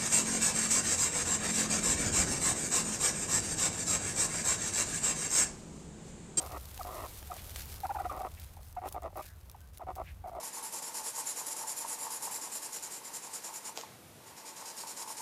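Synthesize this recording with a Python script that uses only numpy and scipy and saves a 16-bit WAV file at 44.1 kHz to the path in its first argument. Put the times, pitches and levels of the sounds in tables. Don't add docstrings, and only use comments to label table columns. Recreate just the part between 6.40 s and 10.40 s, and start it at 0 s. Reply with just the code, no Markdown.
import sys
import numpy as np
from scipy import signal
from scipy.fft import rfft, irfft, next_fast_len
from scipy.io import wavfile
from scipy.ndimage import map_coordinates

SR = 44100
rng = np.random.default_rng(int(sys.argv[2]) if len(sys.argv) > 2 else 0)


def int16_out(signal):
    q = np.round(np.clip(np.atleast_2d(signal).T, -1, 1) * 32767)
    wavfile.write(sys.argv[1], SR, q.astype(np.int16))


N = 176400
T = np.arange(N) / SR

EDGE_S, JITTER_S = 0.00301, 0.000696
OPEN_SHARE, SECOND_SNAP_AT, SQUEAK_AT = 0.916, 0.48, 0.68
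SNAP_DB, RASP_DB, CHIRP_DB, SQUEAK_DB = 20.5, -1.5, 4.5, -0.5
# t/s, length/s, pulse rate/Hz, whistle f/Hz, start, middle and end level/dB,
# start and end harshness (0 to 1), feed to the throat's high notes/dB
RATTLES = [ (.000, 0.079, 56.4, 693, -42.5, -46.5, -55, 0.31, 1, -7),
           (0.093, 0.083, 60, 690, -50, -47, -46.5, 0.44, 0.97, -2),
           (0.448, 0.074, 53, 698, -41.5, -44.5, -54.5, 0.26, 1, -6),
           (0.523, 0.14, 53, 662, -50, -46.5, -49, 0.76, 0.75, 0.5),
           (0.927, 0.043, 33, 726, -41, -56, -50, 0.2, 0.9, 1),
           (1.613, 0.039, 40, 746, -46.5, -65, -36, 1, 0.61, 0),
           (1.71, 0.072, 52.5, 710, -41, -45.5, -38.5, 0.7, 0.4, -6),
           (1.789, 0.035, 58.4, 712, -43, -38.5, -35.5, 0.2, 0.37, -8),
           (1.829, 0.045, 55, 730, -42, -35.5, -46, 0.12, 0.78, -5),
           (2.186, 0.0275, 50, 746, -55, -65, -55, 0.32, .4, -12),
           (2.416, 0.064, 51, 742, -44.5, -37, -39, 0.25, 0.4, -3),
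           (2.513, .022, 58, 860, -50, -63, -53, 0.27, 0.2, -7),
           (2.542, 0.041, 56.4, 696, -42.5, -37, -39.5, 0.28, 0.32, -9.5),
           (2.621, 0.062, 54, 688, -48.5, -37.5, -43, 0.37, 0.43, -5),
           (2.702, 0.0287, 41.4, 735.2, -46, -78, -41, 0, 0.3, -9),
           (2.756, 0.057, 58, 730, -43, -38, -45.5, 0.32, 0.56, -4.5),
           (3.393, 0.043, 25.9, 771.5, -48.5, -61, -47, 0.3, 0.53, -18),
           (3.467, 0.054, 58.4, 704, -43.5, -35.5, -42.5, 0.23, 0.38, -8),
           (3.561, 0.062, 56, 704, -46, -37.5, -40.5, 0.27, 0.41, -13),
           (3.84, 0.057, 56.8, 691, -41, -41, -39.5, 0.06, 0.17, -12),
           (3.915, 0.093, 58.7, 694.7, -47.5, -39, -43, 0.05, 0.46, -13)]
def rattles():
    voice, low, high = np.zeros((3, N))
    for onset, length, rate, hz, *levels_db, harsh_from, harsh_to, high_db in RATTLES:
        t = T[:int(SR / rate)]
        for start in np.arange(0, length - EDGE_S, 1 / rate):
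            late, loud, detune, bend, second_late, squeak_detune, *detunes = rng.standard_normal(8)
            at = onset + start + JITTER_S * late
            harsh = np.interp(start / length, [0, 1], [harsh_from, harsh_to])
            level = amp(np.interp((start + t) / length, [0, .5, 1], levels_db) + 0.72 * loud)
            opening = level * gate(t, min(OPEN_SHARE / rate, length - start), EDGE_S)
            settle = 0.3 * np.exp(-t / 0.0024)
            lift = 0.24 * (1 + bend) * np.clip(2 * t * rate - 1, 0, 1) ** 2
            tone = whistle(hz * (1 + 0.044 * detune + settle + lift))
            add(voice, at, amp(-4.5 * harsh) * opening * tone)
            if start + SQUEAK_AT / rate < length:
                squeak = chirp(squeak_detune, from_hz=1248, to_hz=1120)
                add(voice, at + SQUEAK_AT / rate, amp(SQUEAK_DB) * harsh ** 0.98 * level[-1] * squeak)
            rasp = amp(RASP_DB) * harsh ** 1.3 * opening * rng.standard_normal(len(t))
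            snaps = [(EDGE_S / 2, np.sqrt(harsh)),
                     (SECOND_SNAP_AT / rate + 2 * JITTER_S * second_late, amp(3) * harsh ** 2)]
            for (delay, force), chirp_detune in zip(snaps, detunes):
                if start + delay < length:
                    i = int(np.clip(delay * SR, 0, len(t) - 1))
                    rasp[i] += amp(SNAP_DB) * force * level[i]
                    peep = chirp(chirp_detune, from_hz=1374, to_hz=954)
                    add(voice, at + delay - EDGE_S / 2, amp(CHIRP_DB) * force * harsh * level[i] * peep)
            add(low, at, rasp)
            add(high, at, amp(high_db) * rasp)
    return voice + throat(low, high)


CATCH_S, CATCH_RATIO = 0.0036, 1.8
# t/s, length/s, start, catch and end f/Hz,
# time to the catch/s, level/dB, catch above the whistle/dB
CLUCKS = [ (.391, 0.029, 853, 694, 654, 0.022, -41.5, 3), (0.899, 0.026, 782.4, 690, 744, 0.02, -42, 4.5),
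          (1.433, 0.032, 840, 718, 1080, .022, -33.5, -6.5), (1.491, 0.03, 965, 756, 933, 0.019, -33.5, -9),
          (1.546, 0.016, 963, 770, 770, 0.018, -35, 7), (1.562, 0.013, 943, 755, 720, 0.012, -32, -13),
          (1.582, 0.015, 966, 680, 696, 0.0086, -40.5, 1), (1.597, 0.017, 790, 780, 763, 0.0019, -33, -6),
          (1.65, 0.022, 835, 717, 728, 0.0073, -34.5, -3), (1.695, .013, 1251, 1190, 1140, .008, -36, -26),
          (2.169, 0.0065, 870, 760, 740, 0.0068, -43.5, -17),
          (2.364, 0.029, 1045, 702.3, 748.6, 0.01, -37, -12),
          (3.144, 0.014, 1165, 830, 660, 0.0083, -49, -27),
          (3.402, 0.029, 1220, 679.8, 680, 0.018, -41.5, -8)]
def clucks():
    voice, rasp = np.zeros((2, N))
    for onset, length, start_hz, catch_hz, end_hz, catch_at, db, catch_db in CLUCKS:
        t = np.arange(int(length * SR)) / SR
        before = np.clip(1 - t / catch_at, 0, 1) ** 1.28
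        after = np.clip((t - catch_at) / max(length - catch_at, EDGE_S), 0, 1)
        hz = catch_hz + (start_hz - catch_hz) * before + (end_hz - catch_hz) * after
        loss_db = 20 * np.log2(hz / catch_hz) ** 2
        level = amp(db - loss_db) * gate(t, length, edge_s=0.0053)
        catch = amp(catch_db) * np.exp(-((t - catch_at) / CATCH_S) ** 2)
        add(voice, onset, level * (whistle(hz) + catch * whistle(hz * CATCH_RATIO)))
        add(rasp, onset, level * (amp(-18.5) * catch + amp(-21)) * rng.standard_normal(len(t)))
    return voice + throat(rasp, rasp)


def whistle(hz):
    phase = 2 * np.pi * np.cumsum(hz) / SR
    return np.sqrt(2) * (np.sin(phase) + amp(-24.5) * np.sin(2 * phase) + amp(-28.5) * np.sin(3 * phase))


def chirp(detune, from_hz, to_hz, length_s=0.0088):
    t = T[:int(length_s * SR)]
    hz = np.linspace(from_hz, to_hz, len(t)) * (1 + 0.058 * detune)
    return gate(t, length_s, length_s / 2) * whistle(hz)


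# f/Hz, width/Hz, relative level/dB
THROAT_LOW = [(358.6, 80, -2), (545, 82, 1.5), (642, 106, 2.5), (1003, 139, -1), (1198, 115, -2.5),
              (1330, 79, -8.5)]
THROAT_HIGH = [(1903, 137, -9.5), (2340, 280, -16), (2500, 250, -15), (2870, 74, -26), (3320, 1700, -63)]
def throat(low, high):
    return amp(21.5) * (resonate(low, THROAT_LOW) + resonate(high, THROAT_HIGH))


# peak t/s, half-length/s, centre f/Hz, half-width/octaves, level/dB
BREATHS = [(0.992, 0.011, 2647, 0.51, -54), (1.98, 0.0082, 2199, 0.37, -57.5),
           (2.828, 0.02, 2260, 0.2, -62), (2.884, 0.047, 1620, 0.22, -64), (3.234, .04, 1530, 0.036, -75),
           (3.684, 0.024, 2066, 0.44, -56.5)]
def breaths():
    out = np.zeros(N)
    for peak, half_length, hz, octaves, db in BREATHS:
        puff = noise(lambda f: -10 * np.log10(1 + (np.log2((f + 1) / hz) / octaves) ** 4))
        out += amp(db) * swell(peak, half_length, half_length) * puff
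    return out


# f/Hz, level/dB
SACK_TONE = [(880, -18), (1500, -6), (1760, -9.5), (2220, -5.5), (3390, -4.5), (4250, -3.5), (4740, -4),
             (7660, -4), (13700, -1), (15000, -5), (15800, -17.5)]
# t/s, level/dB
RUSTLE = [(0.0, -55), (.1, -54.5), (.17, -57.5), (0.33, -54), (0.6, -52.5), (0.75, -52.5), (.88, -55),
          (1.01, -52.5), (1.15, -52), (1.38, -53), (1.49, -58.5), (1.95, -61), (2.12, -63), (2.2, -67.5),
          (2.7, -71), (2.97, -67.5), (3.2, -68.5), (3.45, -72.5), (3.66, -67), (4.0, -70)]
def sack_rustle():
    hiss = amp(-1.5) * toned_noise(SACK_TONE)
    crackle = crinkles(per_s=170, spread_db=0.5) * toned_noise(SACK_TONE)
    rustle_db = curve(RUSTLE)
    crackle_db = -2.5 + 0.04 * (rustle_db.max() - rustle_db)
    flutter_db = 1.1 * wobble(per_s=39.83)
    return amp(rustle_db + flutter_db) * (hiss + amp(crackle_db) * crackle)


# peak t/s, rise/s, fall/s, level/dB, treble tilt/dB per octave
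SCRAPES = [(1.19, .02, 0.041, -47.5, -2.5), (2.03, 0.025, 0.038, -55.5, -1.5),
           (2.275, .04, 0.036, -60.5, 1), (2.484, .024, 0.013, -53.5, 0), (2.528, 0.017, 0.016, -56, 3.5),
           (2.772, .02, .018, -59.5, -0.5), (2.818, 0.032, 0.064, -56, 0), (3.34, .005, 0.019, -60, -1.5),
           (3.568, 0.011, .016, -61.5, 0)]
def sack_scrapes():
    grains = unit(crinkles(per_s=220, spread_db=-0.5) + 1)
    return sum(amp(db) * swell(peak, rise, fall) * grains * toned_noise(SACK_TONE, tilt)
               for peak, rise, fall, db, tilt in SCRAPES)


# f/Hz, level/dB
TICK_TONE = [(300, -5.5), (1500, -7), (4500, -7), (12000, -11), (15500, -11.5)]
# t/s, relative level/dB, time to fade by 60 dB/s, treble tilt/dB per octave
TICKS = [(0.0624, -32.5, 0.016, 0), (0.119, -35, 0.027, -2.5), (0.377, -32, 0.0093, 0.5),
         (0.432, -28.5, 0.0082, 3.5), (.828, -32.5, 0.008, -1), (1.1599, -26.5, 0.02, 0.5),
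         (1.2572, -26, .004, 9), (1.404, -28, 0.0045, 3), (1.765, -35, 0.011, 6), (1.998, -37, 0.035, 5),
         (2.231, -42.5, 0.011, 2), (2.327, -33, 0.0043, 5), (2.489, -33, 0.0095, 3),
         (2.525, -29.5, 0.02, 6), (2.621, -39.5, 0.012, 3), (2.633, -40, 0.011, 0),
         (2.772, -30.5, 0.0091, 10), (2.848, -38, 0.0051, -1), (2.861, -38, .005, 3),
         (3.098, -36.5, 0.0099, 1.5), (3.115, -33.5, 0.0052, 5), (3.206, -33, 0.0045, 8.5),
         (3.374, -33.5, 0.0098, 2.5), (3.382, -33, 0.0092, 6), (3.555, -35.5, 0.008, 3),
         (3.56, -35.5, 0.0076, 4.5)]
def sack_ticks():
    out, t = np.zeros(N), T[:SR // 20]
    for onset, db, fade_s, tilt in TICKS:
        add(out, onset, amp(db - 60 * t / fade_s) * toned_noise(TICK_TONE, tilt, len(t)) / 2)
    return out


def yard_echo(sound, fade_s=0.078, db=-12.5):
    t = T[:SR // 3]
    tail = rng.standard_normal(len(t)) * amp(-60 * t / fade_s) * (t > .004)
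    return amp(db) * signal.fftconvolve(sound, tail / np.linalg.norm(tail))[:N]


# t/s, relative level/dB
RUMBLE = [(0.0, -57), (0.05, -47), (0.83, -52), (1.39, -45), (1.41, -49), (3.36, -53), (3.42, -66),
          (3.46, -48), (3.92, -52), (4.0, -57)]
# f/Hz, level/dB
RUMBLE_TONE = [(22, -54), (28, -28), (36, 0.5), (48, -5.5), (64, 5), (90, 0.5), (110, -9), (170, -13.5),
               (250, -27), (500, -53)]
HUSH_TONE = [(60, 9), (180, 3), (260, 2), (700, 2.5), (1500, -3.5), (4000, -15), (15000, -62)]
def outdoors():
    rustle_db = curve(RUSTLE)
    hush = amp(-61.5 + 0.54 * (rustle_db - rustle_db.mean())) * toned_noise(HUSH_TONE)
    return hush + amp(curve(RUMBLE) + 0.6) * toned_noise(RUMBLE_TONE)


def crinkles(per_s, spread_db, fade_s=0.011):
    sizes = amp(spread_db * np.clip(rng.standard_normal(N), -2, 2))
    snaps = sizes * (rng.random(N) < per_s / SR)
    return unit(signal.fftconvolve(snaps, amp(-60 * T[:SR // 20] / fade_s))[:N])


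def resonate(x, notes):
    size = next_fast_len(N + SR // 4)
    f = np.fft.rfftfreq(size, 1 / SR)
    response = sum((-1) ** k * amp(db) * 1j * f * width / (hz * hz - f * f + 1j * f * width)
                   for k, (hz, width, db) in enumerate(notes))
    return irfft(rfft(x, size) * response, size)[:N]


def toned_noise(tone, tilt=0, size=N):
    hz, db = np.transpose(tone)
    return noise(lambda f: np.interp(np.log(f + 1), np.log(hz + 1), db)
                 + tilt * np.log2(np.maximum(f, 1000)), size)


def noise(db_at, size=N):
    gains = amp(db_at(np.fft.rfftfreq(size, 1 / SR)))
    return unit(irfft(rfft(rng.standard_normal(size)) * gains, size))


def wobble(per_s):
    return map_coordinates(rng.standard_normal(int(N * per_s / SR) + 4), [T * per_s])


def swell(peak, rise, fall):
    return np.exp(-((T - peak) / np.where(T < peak, rise, fall)) ** 2 / 2)


def gate(t, length, edge_s):
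    fade_in = np.sin(np.pi / 2 * np.clip(t / edge_s, 0, 1))
    return fade_in * np.sin(np.pi / 2 * np.clip((length - t) / edge_s, 0, 1))


def curve(rows):
    return np.interp(T, *np.transpose(rows))


def add(track, at, x):
    part = track[max(0, round(at * SR)):][:len(x)]
    part += x[:len(part)]


def amp(db):
    return 10 ** (np.asarray(db) / 20)


def unit(x):
    return x / np.sqrt(np.mean(x ** 2) + 1e-20)


def scene():
    hen = rattles() + clucks() + breaths()
    sack = sack_rustle() + sack_scrapes() + sack_ticks()
    return (hen + sack + yard_echo(hen) + outdoors())[None]


def record(dry, top_hz=15800):
    return irfft(rfft(dry) * (np.fft.rfftfreq(N, 1 / SR) < top_hz), N)


dry = scene()
out = record(dry)
int16_out(out)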